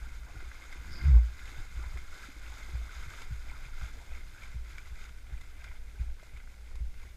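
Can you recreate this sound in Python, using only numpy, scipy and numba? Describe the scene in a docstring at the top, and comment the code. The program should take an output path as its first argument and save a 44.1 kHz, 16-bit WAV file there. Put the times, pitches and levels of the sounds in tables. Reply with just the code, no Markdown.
"""Horses wade through a flooded track: legs sweep up bubbles, splash and spray; hooves slap and plop.
Throughout, jolts of the stride thud a springy camera mount, air buffets its case and the case rings.
At about 1 s a short swish and a dull rub of gear lead into a heavy judder of the mount, over by 1.4 s.
From 3 s the water gets shallower: big bubbles thin out and the churned wash dies away towards wet mud.
Water is clouds of rising damped sines; slaps are shaped noise; the mount is low sines and noise."""
import sys
import numpy as np
from scipy import signal
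from scipy.fft import rfft, irfft
from scipy.io import wavfile
from scipy.ndimage import uniform_filter1d
from numba import njit

SR = 44100
rng = np.random.default_rng(int(sys.argv[2]) if len(sys.argv) > 2 else 0)


def dump_mix(stems):
    """Bounce the given channels to the path in sys.argv[1] as a 16-bit WAV at rate SR."""
    frames = np.atleast_2d(stems).T  # one column per channel
    limited = np.clip(frames, -1, 1)  # hard clip at full scale
    pcm = np.round(limited * 32767).astype(np.int16)
    wavfile.write(sys.argv[1], SR, pcm)


N = 316061
T = np.arange(N) / SR

# jolts of the mount: t/s, swing level before common gain/dB, swing t60/s, knock level before offset/dB
JOLTS = [(0.01, -38.5, 0.47, -17), (0.352, -32.5, 0.14, -12.5), (0.784, -35.5, 0.3, -15),
         (0.862, -38, 0.11, -22), (1.575, -37, 0.29, -10.5), (1.753, -35, 0.31, -14),
         (1.857, -31.5, 0.19, -28), (1.941, -29.5, 0.17, -36), (2.735, -26.5, 0.42, -13.5),
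         (2.963, -33, 0.14, -24), (3.062, -36, 0.19, -10), (3.307, -30, 0.25, -7.5), (3.529, -36, 0.2, -19),
         (3.659, -37.5, 0.17, -11), (3.818, -28, 0.16, -17), (4.111, -36, 0.28, -24),
         (4.543, -30.5, 0.38, -12.5), (4.905, -37.5, 0.17, -16), (5.321, -31.5, 0.23, -16),
         (5.68, -40, 0.28, -29), (5.996, -23.5, 0.2, -17.5), (6.064, -35.5, 0.39, -26),
         (6.333, -37, 0.23, -17), (6.744, -33.5, 0.14, -27), (6.804, -25, 0.21, -20.5)]
# resonances of the case: f/Hz, width at half the lift/Hz, lift/dB
CASE_PEAKS = [(1511, 490, 14.5), (2078, 283, 13), (2385, 480, 10.5), (3107, 180, 5), (3616, 480, 7),
              (4160, 290, 4), (4920, 460, 7), (6580, 380, 7.5), (7420, 1000, 5.5), (8970, 290, 6),
              (11160, 670, 6)]
# transmission of the case walls: f/Hz, gain/dB
CASE_WALL = [(200, 4.5), (600, -2.5), (1000, 3.5), (1850, -3), (2800, -4.5), (4500, -9.5), (6000, -9),
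             (8300, -15), (10000, -20), (13000, -17.5), (15500, -30)]
# legs sweeping through water: crest t/s, splash/dB, spray/dB, deep slosh/dB, length/s
STEPS = [(0.034, -58, -73, -66, 0.096), (0.306, -56, -71, -60, .05), (0.406, -56.5, -75, -62.5, 0.065),
         (0.615, -58, -65, -64, 0.087), (0.72, -56, -67.5, -64, 0.062), (0.87, -55.5, -72, -62.5, 0.1),
         (1.053, -50.5, -70, -61, 0.13), (1.158, -57, -77, -54, 0.042), (1.446, -55, -65.5, -69, 0.13),
         (1.555, -57.5, -66, -65, 0.095), (1.84, -53.5, -63, -59.5, 0.063), (1.954, -58, -77, -59.5, 0.033),
         (2.206, -54, -60, -66.5, 0.11), (2.47, -60.5, -65, -65, 0.11), (2.57, -53, -64.5, -59.5, 0.084),
         (2.738, -56.5, -65, -61.5, .1), (2.974, -53.5, -62.5, -66, 0.2), (3.13, -53.5, -67, -62, 0.043),
         (3.21, -54.5, -61.5, -61, 0.082), (3.367, -72, -69, -74, .07), (3.523, -53, -66.5, -63.5, 0.12),
         (3.653, -56, -68, -68, 0.054), (3.842, -53, -62, -64.5, 0.08), (3.99, -62, -67.5, -62.5, .08),
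         (4.145, -53.5, -67, -64, 0.077), (4.276, -62, -70, -87, .06), (4.444, -52, -64, -65, 0.095),
         (4.727, -53.5, -68, -63.5, 0.074), (4.855, -59.5, -68.5, -74, 0.17),
         (5.03, -53.5, -64.5, -69, 0.072), (5.31, -54.5, -76, -64, 0.06), (5.467, -61, -84, -74, 0.12),
         (5.654, -54, -72, -65, 0.12), (5.855, -61, -85, -75, 0.068), (6.007, -58.5, -74, -69, 0.12),
         (6.264, -65, -70, -74, 0.046), (6.364, -55.5, -78, -68, 0.087), (6.516, -66, -73.5, -70, 0.052),
         (6.713, -60, -79, -65.5, 0.093), (7.028, -55.5, -72, -66, 0.081)]


def undb(db):
    """Decibels to gain."""
    return 10 ** (np.asarray(db) / 20)


def curves(rows):
    """Interpolate each column of a table over time."""
    s, *columns = np.transpose(rows)
    return [np.interp(T, s, c) for c in columns]


def band(x, lo_hz, hi_hz, order=3):
    """Butterworth band-pass."""
    sos = signal.butter(order, [lo_hz, min(hi_hz, .48 * SR)], "band", fs=SR, output="sos")
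    return signal.sosfilt(sos, x)


def unit(x, lo_hz, hi_hz):
    """Scale to rms 1 within a band."""
    return x / np.std(band(x, lo_hz, hi_hz))


def add(out, s, x):
    """Mix a sound in at a time in seconds."""
    i = max(int(s * SR), 0)
    out[i:i + len(x)] += x[:max(N - i, 0)]


def walk(rate_hz):
    """Random levels held for 1 / rate, smoothed by two moving averages; spread near 1."""
    k = int(SR / rate_hz)
    held = np.repeat(rng.standard_normal(N // k + 1), k)
    smooth = uniform_filter1d(uniform_filter1d(held, k), k)
    return 1.17 * smooth[:N]


def colour(x, points, peaks=(), size=2048):
    """Minimum-phase filter: a smooth spectrum with resonant peaks on it."""
    f = np.fft.rfftfreq(size, 1 / SR)
    hz, db = np.transpose(points)
    gain_db = np.interp(np.log(f + 1), np.log(hz), db)
    for centre_hz, width_hz, lift_db in peaks:
        gain_db = gain_db + lift_db * .5 ** ((2 * (f - centre_hz) / width_hz) ** 2)
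    # folding the cepstrum makes the filter causal
    cepstrum = irfft(np.log(undb(gain_db)))
    cepstrum[1:size // 2] *= 2
    cepstrum[size // 2 + 1:] = 0
    impulse = irfft(np.exp(rfft(cepstrum)))
    return signal.oaconvolve(x, impulse)[:len(x)]


def through_case(x):
    """Walls dull the sound; the hollow case adds resonances."""
    return colour(x, CASE_WALL, CASE_PEAKS)


@njit
def ring(start, hz, cycles, size, glide):
    """Sum of damped sines that rise in pitch as they fade."""
    out = np.zeros(N)
    for k in range(len(start)):
        length = int(cycles[k] * SR / hz[k]) + 2
        i0, phase = int(start[k]), 0.
        for i in range(min(length, N - i0)):
            age = i / length
            phase += 2 * np.pi * min(hz[k] * (1 + glide * age) / SR, .45)
            out[i0 + i] += size[k] * np.exp(-5 * age) * np.sin(phase)
    return out


def bubbles(rate, lo_hz, hi_hz, cycles, spread_db, glide):
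    """Random cloud of bubbles, rate per second; a positive spread makes many faint, a few loud."""
    when, pitch, life, strength = rng.random((int(rate * N / SR), 4)).T
    hz = lo_hz * (hi_hz / lo_hz) ** pitch
    size = undb(-spread_db * np.log(strength + .015))
    # life is counted in cycles, so high bubbles die sooner; amplitude grows with pitch
    return ring(when * N, hz, cycles * (.5 + life), size * hz / hi_hz, float(glide))


def outdoors(db=-64):
    """Steady outdoor hiss: noise with a fixed spectrum."""
    # f/Hz, relative density/dB
    spectrum = [(100, 10.5), (250, 7.5), (500, 2.5), (1000, -5), (2200, 1), (3000, -4), (6000, -6.5),
                (10000, -9.5), (15500, -17.5)]
    hiss = colour(rng.standard_normal(N), spectrum)
    return hiss / np.std(hiss) * undb(db)


def tremble():
    """Between jolts the sprung mount shivers near 57 Hz; slow air buffets the case, more at each lurch."""
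    # shiver: t/s, level/dB
    shiver = [(0, -44), (0.45, -47.5), (0.66, -58), (0.85, -42.5), (1.5, -48.5), (1.95, -44), (2.15, -49.5),
              (2.5, -47), (3.7, -46.5), (4.3, -47), (4.7, -50), (5.6, -47.5), (6.6, -53.5), (7.1, -45.5)]
    steady_air_db, lurch_air_db, lurch_s = -48.5, -43.5, 0.1
    # f/Hz, relative gain/dB
    response = [(20, -14.5), (42, -8), (57, 7.0), (68, -8.0),
                (95, -14.5), (150, -24.5), (230, -35.0), (600, -55.5)]
    mount = colour(rng.standard_normal(N), response, size=8192)
    air = band(rng.standard_normal(N), 8.54, 24.26)
    lurch = sum(np.exp(-((T - s - lurch_s / 2) / lurch_s) ** 2) for s, *_ in JOLTS)
    buffet = undb(steady_air_db) + undb(lurch_air_db) * np.minimum(lurch, 1)
    return mount / np.std(mount) * undb(curves(shiver)[0]) + air / np.std(air) * buffet


def rub(at_s=0.98, length_s=0.1, db=-54):
    """Gear rubs the mount ahead of the heavy bump: a dense cloud of low, short rings."""
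    grains = bubbles(rate=970, lo_hz=100.5, hi_hz=405, cycles=6.8, spread_db=5.5, glide=0)
    scuff = band(grains, 78, 290, order=2)
    swell = np.exp(-.5 * ((T - at_s) / length_s) ** 2)
    return scuff / np.std(scuff) * undb(db) * swell


def swish(at_s=0.95, length_s=0.037, db=-55.0, trail_s=0.081):
    """A ragged swish before the heavy bump: narrow-band rings that swell quickly and trail off."""
    grains = bubbles(rate=1500, lo_hz=4400, hi_hz=5400, cycles=25, spread_db=3.0, glide=0)
    hiss = band(grains, 4680, 5120, order=1)
    rise = np.exp(-.5 * ((T - at_s) / length_s) ** 2)
    fall = 1 / (1 + ((T - at_s) / trail_s) ** 2)
    return hiss / np.std(hiss) * undb(db) * np.where(T < at_s, rise, fall)


def thuds():
    """A jolt knocks the mount, which then swings at its own low pitch."""
    out, t = np.zeros(N), T[:SR // 2]
    swing_hz, knock_hz, knock_t60_s = 57, 102, 0.087
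    attack = 1 - np.exp(-(t / 0.007) ** 2)
    for s, db, t60_s, knock_db in JOLTS:
        swing = np.sin(2 * np.pi * swing_hz * t) * undb(-60 * t / max(t60_s, .05))
        knock = np.sin(2 * np.pi * knock_hz * t) * undb(knock_db + 11.5 - 60 * t / knock_t60_s)
        add(out, s, undb(db + 3.0) * attack * (swing + knock))
    return out


def judder():
    """A hard bump drives the mount against its stop: pitch and overtones shift, then it rings out."""
    # t/s, f/Hz, level/dB, second harmonic re fundamental/dB
    bump = [(1.0, 61, -42, -12), (1.04, 66, -32, -7), (1.06, 69, -17, -22), (1.086, 72.9, -18, -8),
            (1.115, 65.7, -15, -17.5), (1.141, 58.6, -13.5, -18.5), (1.165, 55.4, -9, -33),
            (1.2, 58.5, -18, -44), (1.28, 56.6, -29.5, -47), (1.38, 56.7, -51.5, -42)]
    hz, db, overtone_db = curves(bump)
    phase = 2 * np.pi * np.cumsum(hz) / SR
    stiff = undb(overtone_db)
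    swing = np.sin(phase) + stiff * np.cos(2 * phase) + 0.28 * stiff ** 2 * np.sin(3 * phase)
    to_edge_s = np.minimum(T - bump[0][0], bump[-1][0] - T)
    return swing * undb(db) * np.clip(to_edge_s / 0.018, 0, 1)


def spatter(db=-71):
    """Flecks of water and mud land as single two-cycle ticks through the case."""
    ticks = through_case(bubbles(rate=70, lo_hz=1500, hi_hz=6960, cycles=2.0, spread_db=4.0, glide=0))
    return ticks / np.std(ticks) * undb(db)


def plops():
    """Air pockets close behind a leg; each rings briefly and rises as it nears the surface."""
    # t/s, level before trim/dB, f before trim/Hz
    pockets = [(.071, -48.5, 231), (.297, -49, 690), (0.353, -48, 320), (0.426, -47, 362),
               (0.758, -50, 338), (0.82, -53, 280), (1.004, -45, 294), (1.155, -43.5, 373),
               (1.521, -50.5, 294), (1.6, -51, 330), (1.792, -47, 340), (1.959, -48, 380),
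               (2.287, -42, 277), (2.365, -47.5, 306), (2.691, -45.5, 360), (3.957, -56, 261),
               (4.014, -49, 899), (4.12, -50, 640), (5.67, -50, 790), (6.229, -46, 630)]
    s, db, hz = np.transpose(pockets)
    return ring(s * SR, hz * 0.972, np.full(len(s), 11.0), undb(db - 0.5), 0.13)


def hooves():
    """Slaps on water and mud: wet noise cracks ring the case, with a rising plip of trapped air."""
    # t/s, level/dB, treble before offset/dB, starting f of trapped air/Hz, t60 of cracks/s
    slaps = [(0.403, -44, -32, 1540, 0.073), (0.5142, -42, -37, 1520, 0.024),
             (0.7244, -44.5, -19, 1930, 0.048), (1.454, -43.5, -16, 2040, 0.05),
             (1.5434, -45, -29, 2030, 0.05), (1.9719, -40.5, -28, 2090, 0.053),
             (3.0989, -46, -22, 1350, 0.05), (3.1351, -41, -28, 1290, 0.045),
             (3.2174, -40, -19, 2150, 0.046), (3.8107, -40.5, -36, 1350, 0.064),
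             (4.4323, -41.5, -26, 2210, 0.046), (4.7813, -36, -26.5, 2236, 0.019),
             (4.9541, -46.5, -28, 2170, 0.043), (5.0494, -46, -20, 2140, 0.055),
             (5.089, -46.5, -23, 1364, 0.046), (5.4106, -44.5, -21, 1990, 0.054),
             (5.64, -40.5, -23.5, 1990, 0.051), (5.6745, -47, -36, 2230, 0.042),
             (5.713, -45.5, -34, 2050, 0.064), (6.194, -48, -28, 2030, 0.052),
             (6.2317, -49.5, -24, 2020, 0.036), (6.3704, -46.5, -22, 2040, 0.043),
             (6.3994, -47.5, -37, 2060, 0.05), (6.7537, -50, -7, 2200, 0.046),
             (7.0294, -52, -17, 2090, 0.055)]
    out, t = np.zeros(N), T[:SR // 5]
    attack = np.minimum(t / .0015, 1)
    for s, db, treble_db, hz, t60_s in slaps:
        cracks = rng.standard_normal(len(t)) * undb(2.0 * rng.standard_normal(len(t)))
        cracks *= attack * undb(-60 * t / max(t60_s, .01))
        treble = undb(treble_db + 27.5) * band(cracks, 3050, 13300)
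        slap = through_case(band(cracks, 580, 3000) + treble)
        plip = np.sin(2 * np.pi * hz * t * (1 + 2 * t)) * attack * undb(-5 - 60 * t / 0.06)
        add(out, s, (slap / np.abs(slap).max() + plip) * undb(db))
    return out


def surges(levels_db, hang=1):
    """Summed power of the steps: each swells to its crest, then falls back, hang times as long."""
    rise_share, fall_share = 0.97, 1  # of the step length
    power = np.zeros(N)
    for (s, *_, length_s), db in zip(STEPS, levels_db):
        age = (T - s) / max(length_s, .01)
        rise = (age / rise_share) ** 2
        fall = np.abs(age / (fall_share * hang)) ** 1.9
        shape = np.exp(-np.where(age < 0, rise, fall))
        power += (undb(db) * shape) ** 2
    return power


def water_levels():
    """Splash, spray and slosh in dB: powers of the steps add to the churned wash between them."""
    # wash, dying away as the horses leave the flood: t/s, level/dB
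    wash = [(0, -60.5), (0.9, -57.5), (2.8, -57.5), (3.6, -59), (4.3, -63.5), (5.2, -68.5), (7.1, -74)]
    # level over the fullest wash/dB, and dB lost per dB of wash
    wash_spray_db, spray_follow = -65, .6
    wash_slosh_db, slosh_follow = -69, 0.19
    spray_hang = 1.08
    _, splash_db, spray_db, slosh_db, _ = np.transpose(STEPS)
    wash_db, = curves(wash)
    calm_db = wash_db - wash_db.max()
    splash = surges(splash_db) + undb(wash_db) ** 2
    spray = surges(spray_db, spray_hang) + undb(wash_spray_db + spray_follow * calm_db) ** 2
    slosh = surges(slosh_db) + undb(wash_slosh_db + slosh_follow * calm_db) ** 2
    return 10 * np.log10([splash, spray, slosh])


def wading():
    """Legs churn up deep bubbles; falling water fizzes and drips, fine spray hisses."""
    splash_db, spray_db, slosh_db = water_levels()
    shore_s, deep_db, shallow_db_per_s = 3, 0.7, 2.1
    depth_db = deep_db - shallow_db_per_s * np.maximum(T - shore_s, 0)
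    bursts = undb(1.36 * walk(45))
    fizz = through_case(bubbles(rate=2700, lo_hz=764, hi_hz=4150, cycles=5.0, spread_db=1.0, glide=0.15))
    drops = through_case(bubbles(rate=330, lo_hz=800, hi_hz=3800, cycles=36, spread_db=3.6, glide=.14))
    spray = through_case(
        bubbles(rate=4500, lo_hz=3196, hi_hz=15400, cycles=11.3, spread_db=-0.5, glide=0.17))
    slosh = bubbles(rate=360, lo_hz=233.3, hi_hz=1075, cycles=14.0, spread_db=2.5, glide=0.14)
    splash = unit(fizz, 1100, 2700) + unit(drops, 1100, 2700)
    # big bubbles, below 1800 Hz, thin out in shallower water
    big = signal.sosfiltfilt(signal.butter(4, 1800, fs=SR, output="sos"), splash)
    splash = (splash + (undb(depth_db) - 1) * big) * undb(splash_db)
    spray = unit(spray, 5600, 12000) * undb(spray_db)
    slosh = unit(slosh, 260, 900) * undb(slosh_db)
    return bursts * (undb(-6.0) * splash + undb(-2.5) * spray) + undb(-3.0) * slosh


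def scene():
    """Water, hooves and the shaking mount at one microphone."""
    water = wading() + hooves() + plops() + spatter()
    mount = thuds() + judder() + tremble() + rub()
    return (water + mount + swish() + outdoors())[None]


def record(dry):
    """The camera cuts the top: steep elliptic low-pass at 15.4 kHz."""
    return signal.sosfilt(signal.ellip(10, .2, 80, 15400, fs=SR, output="sos"), dry)


dry = scene()
out = record(dry)
dump_mix(out)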